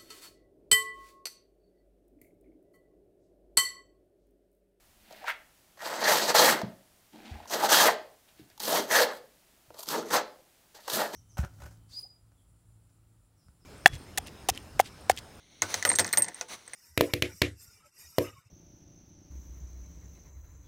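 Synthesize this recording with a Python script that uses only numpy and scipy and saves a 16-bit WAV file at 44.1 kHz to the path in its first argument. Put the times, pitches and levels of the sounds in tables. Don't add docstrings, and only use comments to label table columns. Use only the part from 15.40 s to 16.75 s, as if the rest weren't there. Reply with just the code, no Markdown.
import sys
import numpy as np
from scipy import signal
from scipy.fft import rfft, irfft
from scipy.io import wavfile

SR = 44100
rng = np.random.default_rng(int(sys.argv[2]) if len(sys.argv) > 2 else 0)


def volts(x):
    e = np.asarray(x, float) / 20
    return 10 ** e


def master_out(mix):
    frames = np.transpose(np.atleast_2d(mix))
    ceiling = np.clip(frames, -1, 1)
    pcm = np.round(ceiling * 32767).astype(np.int16)
    wavfile.write(sys.argv[1], SR, pcm)


N = 59535


def strikes(s, db):
    x = np.zeros(N)
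    index = np.minimum((np.asarray(s) * SR).astype(int), N - 1)
    np.add.at(x, index, volts(db))
    return x


def ring(clicks, hz, t60_s):
    radius = volts(-60 / (t60_s * SR))
    w = 2 * np.pi * hz / SR
    return signal.lfilter([0, np.sin(w)], [1, -2 * radius * np.cos(w), radius ** 2], clicks + 1e-18)


CONTACT_S, SPREAD_DB, FIRST_TOUCH_DB = 0.0004, 3.5, -23.5


def body(s, db, modes):
    chance_db = SPREAD_DB * rng.standard_normal((len(s), 2, len(modes)))
    out = 0
    for k, (hz, level_db, t60_s) in enumerate(modes):
        first = strikes(s - CONTACT_S, db + level_db + FIRST_TOUCH_DB + chance_db[:, 0, k])
        second = strikes(s + CONTACT_S, db + level_db + chance_db[:, 1, k])
        out = out + (-1) ** k * ring(first + second, hz, t60_s)
    return out


# t/s, crack peak/dB, table level/dB, tray level/dB
KNOCKS = [(0.22,-6.5,-28,-19.5), (0.3417,-9,-34,-31.5), (0.4256,-16.5,-44.5,-33), (0.4506,-9.5,-25,-17.5),
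          (.475,-27,-38,-34), (.5005,-19.5,-35.5,-28.5), (0.5107,-39,-39.5,-61), (0.5159,-18,-33,-47),
          (.537,-30,-60,-31.5), (0.5529,-26,-60,-47), (0.5864,-7,-29,-20.5), (0.594,-18,-29,-23),
          (0.594,-9,-34,-54), (.604,-18,-62,-52), (0.6452,-18,-34.5,-27), (.662,-30,-69,-57),
          (0.677,-25.5,-73,-37), (.690,-30,-67,-64), (0.7282,-18,-54,-41), (0.7347,-32,-40,-43),
          (0.737,-45,-45.5,-26), (.759,-36,-74,-70), (0.7726,-10.5,-26,-24.5), (.844,-25.5,-46,-53),
          (.864,-40,-50,-59), (.885,-27.5,-44,-37.5), (1.011,-18,-39,-33.5), (1.277,-51,-53,-47.5),
          (1.296,-48.5,-74,-54), (1.334,-33,-47.5,-40)]
# f/Hz, level/dB, t60/s
CRACK_MODES = [(2850, -19.5, 0.0024), (3606, -12, 0.0054), (4330, -8, 0.0055), (5600, -16.5, 0.016),
               (5660, -4.5, 0.0043), (6436, -3, 0.0054), (7330, -10.5, 0.0053), (9620, -14.5, 0.0052),
               (11700, -18.5, 0.0012), (14800, -21, 0.0041)]
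# f/Hz, level/dB, t60/s
TRAY_MODES = [(1454, -13, 0.045), (1767, -0.5, 0.027), (1863, 4, 0.021), (1918, 6, 0.014),
              (2046, 4.5, 0.016), (2240, -5, 0.003), (2525, -13, 0.033)]
# f/Hz, level/dB, t60/s
TABLE_MODES = [(145, -23.5, 0.11), (330, -14.5, 0.066), (508.6, -5.5, 0.056), (543, -4, 0.019),
               (712.6, -7, 0.083), (883, -2.5, 0.048), (1032, -7.5, 0.042), (1270, -35, 0.019)]


def knocks():
    s, crack_db, table_db, tray_db = np.transpose(KNOCKS)
    crack = body(s, crack_db, CRACK_MODES)
    tray = body(s, tray_db, TRAY_MODES)
    return crack + tray + body(s, table_db, TABLE_MODES)


# t/s, level/dB
RIM_HITS = [
    (0.2205, -18.5),
    (0.3418, -20.5),
    (0.5015, -20.5),
    (0.5167, -22),
    (.596, -20.5),
    (0.7348, -19),
    (.738, -24),
]
# f/Hz, level/dB, t60/s
RIM_MODES = [(1937, -4, 0.014), (2062, -3, 0.02), (4050, -10, 0.026)]


def rim():
    s, db = np.transpose(RIM_HITS)
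    return sum(ring(strikes(s, db + level_db), hz, t60_s) for hz, level_db, t60_s in RIM_MODES)


# t/s, f/Hz, level/dB, t60/s
SPOTS = [(.2205, 1035, -35.5, 0.035), (.2205, 1500, -33, 0.16), (.2205, 700, -41, 0.045),
         (.4256, 2010, -23.5, 0.016), (.5304, 7400, -26, 0.0092), (.5532, 7340, -20, .012),
         (.5582, 6000, -24.5, 0.026), (.8212, 5880, -21, 0.012), (.3417, 4230, -21.5, 0.014),
         (.2205, 308, -42.5, 0.32), (.2202, 6500, -10, .008), (.2205, 2185, -21.5, .03),
         (.587, 9700, -11.5, 0.0091), (.773, 6340, -13, 0.0083), (.451, 3040, -17.5, 0.014),
         (1.011, 6070, -24, 0.0096), (.451, 563, -30.5, 0.22), (.451, 1030, -47, 0.015),
         (.451, 1270, -26, 0.052), (.516, 990, -25, 0.024), (.587, 881, -30.5, 0.095),
         (.594, 1480, -48, 0.083), (.7349, 4310, -23, 0.019), (.738, 4260, -27.5, 0.012),
         (.773, 572, -34.5, 0.16), (.773, 883, -38, 0.076), (1.011, 494, -46.5, 0.22),
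         (1.011, 696, -33, 0.024), (1.011, 880, -49, 0.24), (1.011, 1453, -37, 0.058),
         (1.011, 2525, -43.5, 0.077), (1.334, 2110, -34, 0.032)]


def spots():
    modes = rim()
    for k, (s, hz, db, t60_s) in enumerate(SPOTS):
        modes = modes + (-1) ** k * ring(strikes([s], db), hz, t60_s)
    low_cut = signal.butter(2, 300, "high", fs=SR, output="sos")
    return signal.sosfilt(low_cut, modes)


def rms_one(x):
    return x / np.sqrt(np.mean(x ** 2) + 1e-20)


def flutter(hz):
    r = np.exp(-2 * np.pi * hz / SR)
    return rms_one(signal.lfilter([1], [1, -2 * r, r * r], rng.standard_normal(N)))


def tumble():
    return 1 + 0.25 * flutter(hz=80)


def halo():
    return flutter(hz=450)


def swell(at_s, db, hz, t60_s, rise_s):
    t = np.maximum(np.arange(N) / SR - at_s, 0)
    decay = volts(db - 60 * np.minimum(t / t60_s, 3))
    return decay * (1 - np.exp(-t / rise_s)) * np.sin(2 * np.pi * hz * t)


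# t/s, loss/dB
GRIPS = [(.489, 8), (0.5018, 8), (0.513, 3), (.539, 10), (0.5606, 9.5), (.577, 2), (0.607, 1), (0.733, 13),
         (.748, -6), (.800, 4.5), (0.81, 10), (.827, 4), (.853, 12.5)]
GRIP_S = 0.0015


def gripped(at_s):
    t = np.arange(N) / SR
    loss_db = np.zeros(N)
    for s, touch_db in GRIPS:
        if s > at_s + GRIP_S:
            loss_db += max(touch_db, 0) * np.clip((t - s) / GRIP_S, 0, 1)
    return volts(-loss_db)


# t/s, peak/dB, ring f/Hz, upper mode level/dB, t60/s
CLINKS = [(0.452,-27,8650,-31,0.79), (0.4903,-15.5,8675,-55,0.24), (.5095,-46,8700,-60,0.032),
          (0.532,-64,8490,-60,0.064), (0.557,-17,8550,-46,0.077), (0.596,-17,8660,-37,0.06),
          (.666,-31,8540,-56,0.042), (0.7282,-24.5,8600,-31.5,0.08), (0.7344,-23,8590,-35,0.055),
          (0.773,-17.5,8664,-24,0.24), (0.8211,-18,8540,-39,0.17), (.882,-33.5,8580,-69,0.035),
          (0.945,-31.5,8540,-80,0.011), (1.0853,-43.5,8520,-75,0.024), (1.265,-48,8420,-95,0.016),
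          (1.278,-35,8300,-78,0.02), (1.334,-30.5,8740,-59,0.048)]
# t/s, peak/dB, ring f/Hz, t60/s
PARTNERS = [
    (.4903, -24, 8680, 0.065),
    (.531, -24, 8500, 0.094),
    (0.5575, -24, 8810, 0.054),
    (.597, -26, 8440, 0.13),
    (.7276, -17.5, 8410, 0.038),
    (.7731, -16.5, 8580, 0.083),
    (.7741, -27, 8200, .04),
    (0.8226, -18.5, 8580, 0.03),
    (.8209, -25, 8100, .03),
    (0.944, -42, 8640, 0.073),
]
UPPER_HZ, UPPER_SPLIT_HZ, UPPER_T60_S, UPPER_RISE_S = 14430, 70, 0.11, 1e-4
UPPER_FLOOR_DB = -58
RING_RISE_S = 0.00029
TICK_DB, TICK_TRAY_DB = -4.5, -22
HALO_SHARE, UPPER_HALO_SHARE = 0.16, 0.45


def clinks():
    s, db, _, _, _ = np.transpose(CLINKS)
    tick = body(s, db + TICK_DB, CRACK_MODES) + body(s, db + TICK_TRAY_DB, TRAY_MODES)
    first, second, upper = 0, 0, 0
    for at_s, peak_db, hz, upper_db, t60_s in CLINKS:
        grip = gripped(at_s)
        first = first + grip * swell(at_s, peak_db, hz, t60_s, RING_RISE_S)
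        if upper_db > UPPER_FLOOR_DB:
            pair = swell(at_s, upper_db, UPPER_HZ, UPPER_T60_S, UPPER_RISE_S)
            pair += swell(at_s, upper_db - 4, UPPER_HZ + UPPER_SPLIT_HZ, UPPER_T60_S, UPPER_RISE_S)
            brief = swell(at_s, upper_db - 9, 14800, 0.03, UPPER_RISE_S)
            upper = upper + grip * (pair + brief)
    for partner_s, peak_db, hz, t60_s in PARTNERS:
        at_s = s[np.argmin(abs(s - partner_s))]
        second = second + gripped(at_s) * swell(at_s, peak_db, hz, t60_s, RING_RISE_S)
    upper = upper * (tumble() + UPPER_HALO_SHARE * halo())
    first = first * (tumble() + HALO_SHARE * halo())
    return tick + upper + first + second * tumble()


# t/s, peak/dB
TAPS = [
    (.780, -40),
    (.7935, -40),
    (.800, -43),
    (.8065, -44),
    (.8165, -43),
    (.822, -37),
    (.862, -43),
]
# t/s, peak/dB
TICKS = [(.4585, -27), (.496, -33), (.5304, -31), (.5442, -38), (.5582, -30), (.5645, -33), (.6057, -30),
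         (.7372, -26), (.786, -35), (.7944, -31), (.832, -34), (.8384, -34), (.8515, -35)]


def settling():
    tap_s, tap_db = np.transpose(TAPS)
    tick_s, tick_db = np.transpose(TICKS)
    return body(tap_s, tap_db - 3, TRAY_MODES) + body(tick_s, tick_db, CRACK_MODES)


# start t/s, end t/s, level/dB
CHATTER = [
    (0.452, .58, -52),
    (0.599, .71, -44),
    (0.733, 0.774, -57),
    (0.778, 0.902, -45),
    (0.893, 1.0, -56.5),
]
CHATTER_PER_S, CHATTER_SPAN_S, CHATTER_FADE_DB_PER_S = 260, 0.2, 50
CHATTER_CRACK_DB, CHATTER_TABLE_DB = -3, -5


def chatter():
    out = 0
    count = int(CHATTER_PER_S * CHATTER_SPAN_S)
    for start_s, end_s, start_db in CHATTER:
        after_s = rng.uniform(0, CHATTER_SPAN_S, count)
        s = start_s + after_s
        db = start_db - CHATTER_FADE_DB_PER_S * after_s + rng.normal(0, 3, count)
        db = np.where(s < end_s, db, -200)
        out = out + body(s, db, TRAY_MODES)
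        out = out + body(s, db + CHATTER_CRACK_DB, CRACK_MODES)
        out = out + body(s, db + CHATTER_TABLE_DB, TABLE_MODES)
    return out


# t/s, level/dB, f/Hz
THUDS = [
    (0.225, -30.5, 96),
    (0.36, -34.5, 93.8),
    (0.457, -31, 99.5),
    (.52, -34, 92),
    (0.59, -25.5, 98),
    (0.733, -41, 91.5),
    (0.788, -35.5, 102.5),
]


def thuds():
    return sum(swell(s, db, hz, t60_s=0.17, rise_s=0.025) for s, db, hz in THUDS)


def at_hz(points, hz, axis=1):
    p = np.array(points)
    return np.interp(np.log(np.maximum(hz, 1)), np.log(p[:, 0]), p[:, axis])


def rise(x, rise_s):
    r = np.exp(-1 / (rise_s * SR))
    return signal.lfilter([1 - r], [1, -r], x)


# f/Hz, level/dB, t60/s
BOOTH = [(200, -22.5, 0.23), (660, -10, 0.11), (1950, -17.5, 0.11), (2740, -32, 0.059),
         (6150, -23.5, 0.083), (9700, -26, 0.057), (12100, -51, 0.04), (15500, -34, 0.081)]
BRASS_SCATTER_DB = -3


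def booth():
    s, crack_db, table_db, tray_db = np.transpose(KNOCKS)
    clink_s, clink_db, _, _, _ = np.transpose(CLINKS)
    table, tray = strikes(s, table_db), strikes(s, tray_db)
    bright = strikes(s, crack_db) + strikes(clink_s, clink_db + BRASS_SCATTER_DB)
    edges_hz = 140 * 2 ** np.arange(0, 7.1, 0.5)
    white = rng.standard_normal((2, N))
    out = 0
    for k, (low_hz, high_hz) in enumerate(zip(edges_hz, edges_hz[1:])):
        hz = np.sqrt(low_hz * high_hz)
        blows = table if hz < 1300 else tray if hz < 2500 else bright
        decay = volts(-60 / (at_hz(BOOTH, hz, axis=2) * SR))
        envelope = rise(signal.lfilter([1], [1, -decay], blows + 1e-18), 5.1 / hz)
        band = signal.butter(2, [low_hz, high_hz], "band", fs=SR, output="sos")
        noise = rms_one(signal.sosfilt(band, white[k % 2]))
        out = out + volts(at_hz(BOOTH, hz)) * envelope * noise
    return out


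def coloured(x, spectrum):
    gain = volts(at_hz(spectrum, np.fft.rfftfreq(N, 1 / SR)))
    return rms_one(irfft(rfft(x) * gain, N))


# f/Hz, width/Hz, level/dB
HOUSING = [(2130, 470, 1), (3940, 2100, 4.5), (6000, 1300, 13), (9340, 4400, 2)]


def housing(x):
    out = x
    for hz, width_hz, db in HOUSING:
        r = np.exp(-np.pi * width_hz / SR)
        b = [(1 - r * r) / 2, 0, -(1 - r * r) / 2]
        a = [1, -2 * r * np.cos(2 * np.pi * hz / SR), r * r]
        out = out + volts(db) * signal.lfilter(b, a, signal.lfilter(b, a, x))
    return rms_one(out)


# t/s, level/dB
HANDLING = [(0.219, -42), (0.278, -46.5), (0.303, -38.5), (.39, -40.5), (.44, -52), (0.619, -55),
            (.72, -50.5), (.88, -64), (.96, -53.5), (1.0, -50.5), (1.07, -62), (1.16, -53.5), (1.25, -60),
            (1.35, -54)]
# f/Hz, level per Hz/dB
RUSTLE = [(80, 0.5), (900, 9.5), (2800, 5), (6000, 2.5), (10000, -2.5), (12500, -15.5), (15200, -4),
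          (16500, -14)]
# start, up, peak, end t/s
SWISH_S = (1.08, 1.1, 1.135, 1.165)
SWISH_DB, SWISH_START_SHARE = -40.5, 0.57
GRAINS_PER_S, GRAIN_DB = 9000, -5


def rustle():
    s, db = np.transpose(HANDLING)
    t = np.arange(N) / SR
    grains = (rng.random(N) < GRAINS_PER_S / SR) * rng.standard_normal(N) * rng.exponential(1, N)
    hand = (t > KNOCKS[0][0]) * volts(np.interp(t, s, db))
    sleeve = volts(SWISH_DB) * np.interp(t, SWISH_S, [0, SWISH_START_SHARE, 1, 0])
    hiss = coloured(rng.standard_normal(N) + volts(GRAIN_DB) * rms_one(grains), RUSTLE)
    return (hand + sleeve) * (hiss + housing(hiss)) / 2


# f/Hz, level per Hz/dB
AIR = [(25, -5.5), (160, -8.5), (1400, -23.5), (2800, -17.5), (5000, -26.5), (9500, -34), (12500, -46),
       (15200, -33)]
# t/s, level/dB
AIR_SWELL = [
    (0, 0),
    (.09, -0.5),
    (.12, 2.5),
    (.2, 3.5),
    (1.35, -3.5),
]
AIR_DB = -61.5


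def air():
    s, db = np.transpose(AIR_SWELL)
    level = volts(AIR_DB + np.interp(np.arange(N) / SR, s, db))
    return level * housing(coloured(rng.standard_normal(N), AIR))


def scene():
    hits = knocks() + spots() + settling() + clinks() + chatter() + thuds()
    return (hits + booth() + rustle() + air())[None]


def band_limit(x):
    return signal.sosfilt(signal.butter(12, 16800, fs=SR, output="sos"), x)


PEAK_LIMIT, LOW_CUT_HZ, HIGH_CUT_HZ = 0.42, 45, 15600


def record(dry):
    low_cut = signal.butter(2, LOW_CUT_HZ, "high", fs=SR, output="sos")
    high_cut = signal.butter(16, HIGH_CUT_HZ, fs=SR, output="sos")
    x = PEAK_LIMIT * np.tanh(dry / PEAK_LIMIT)
    x = signal.sosfilt(high_cut, signal.sosfilt(low_cut, x))
    return band_limit(x)


dry = scene()
out = record(dry)
master_out(out)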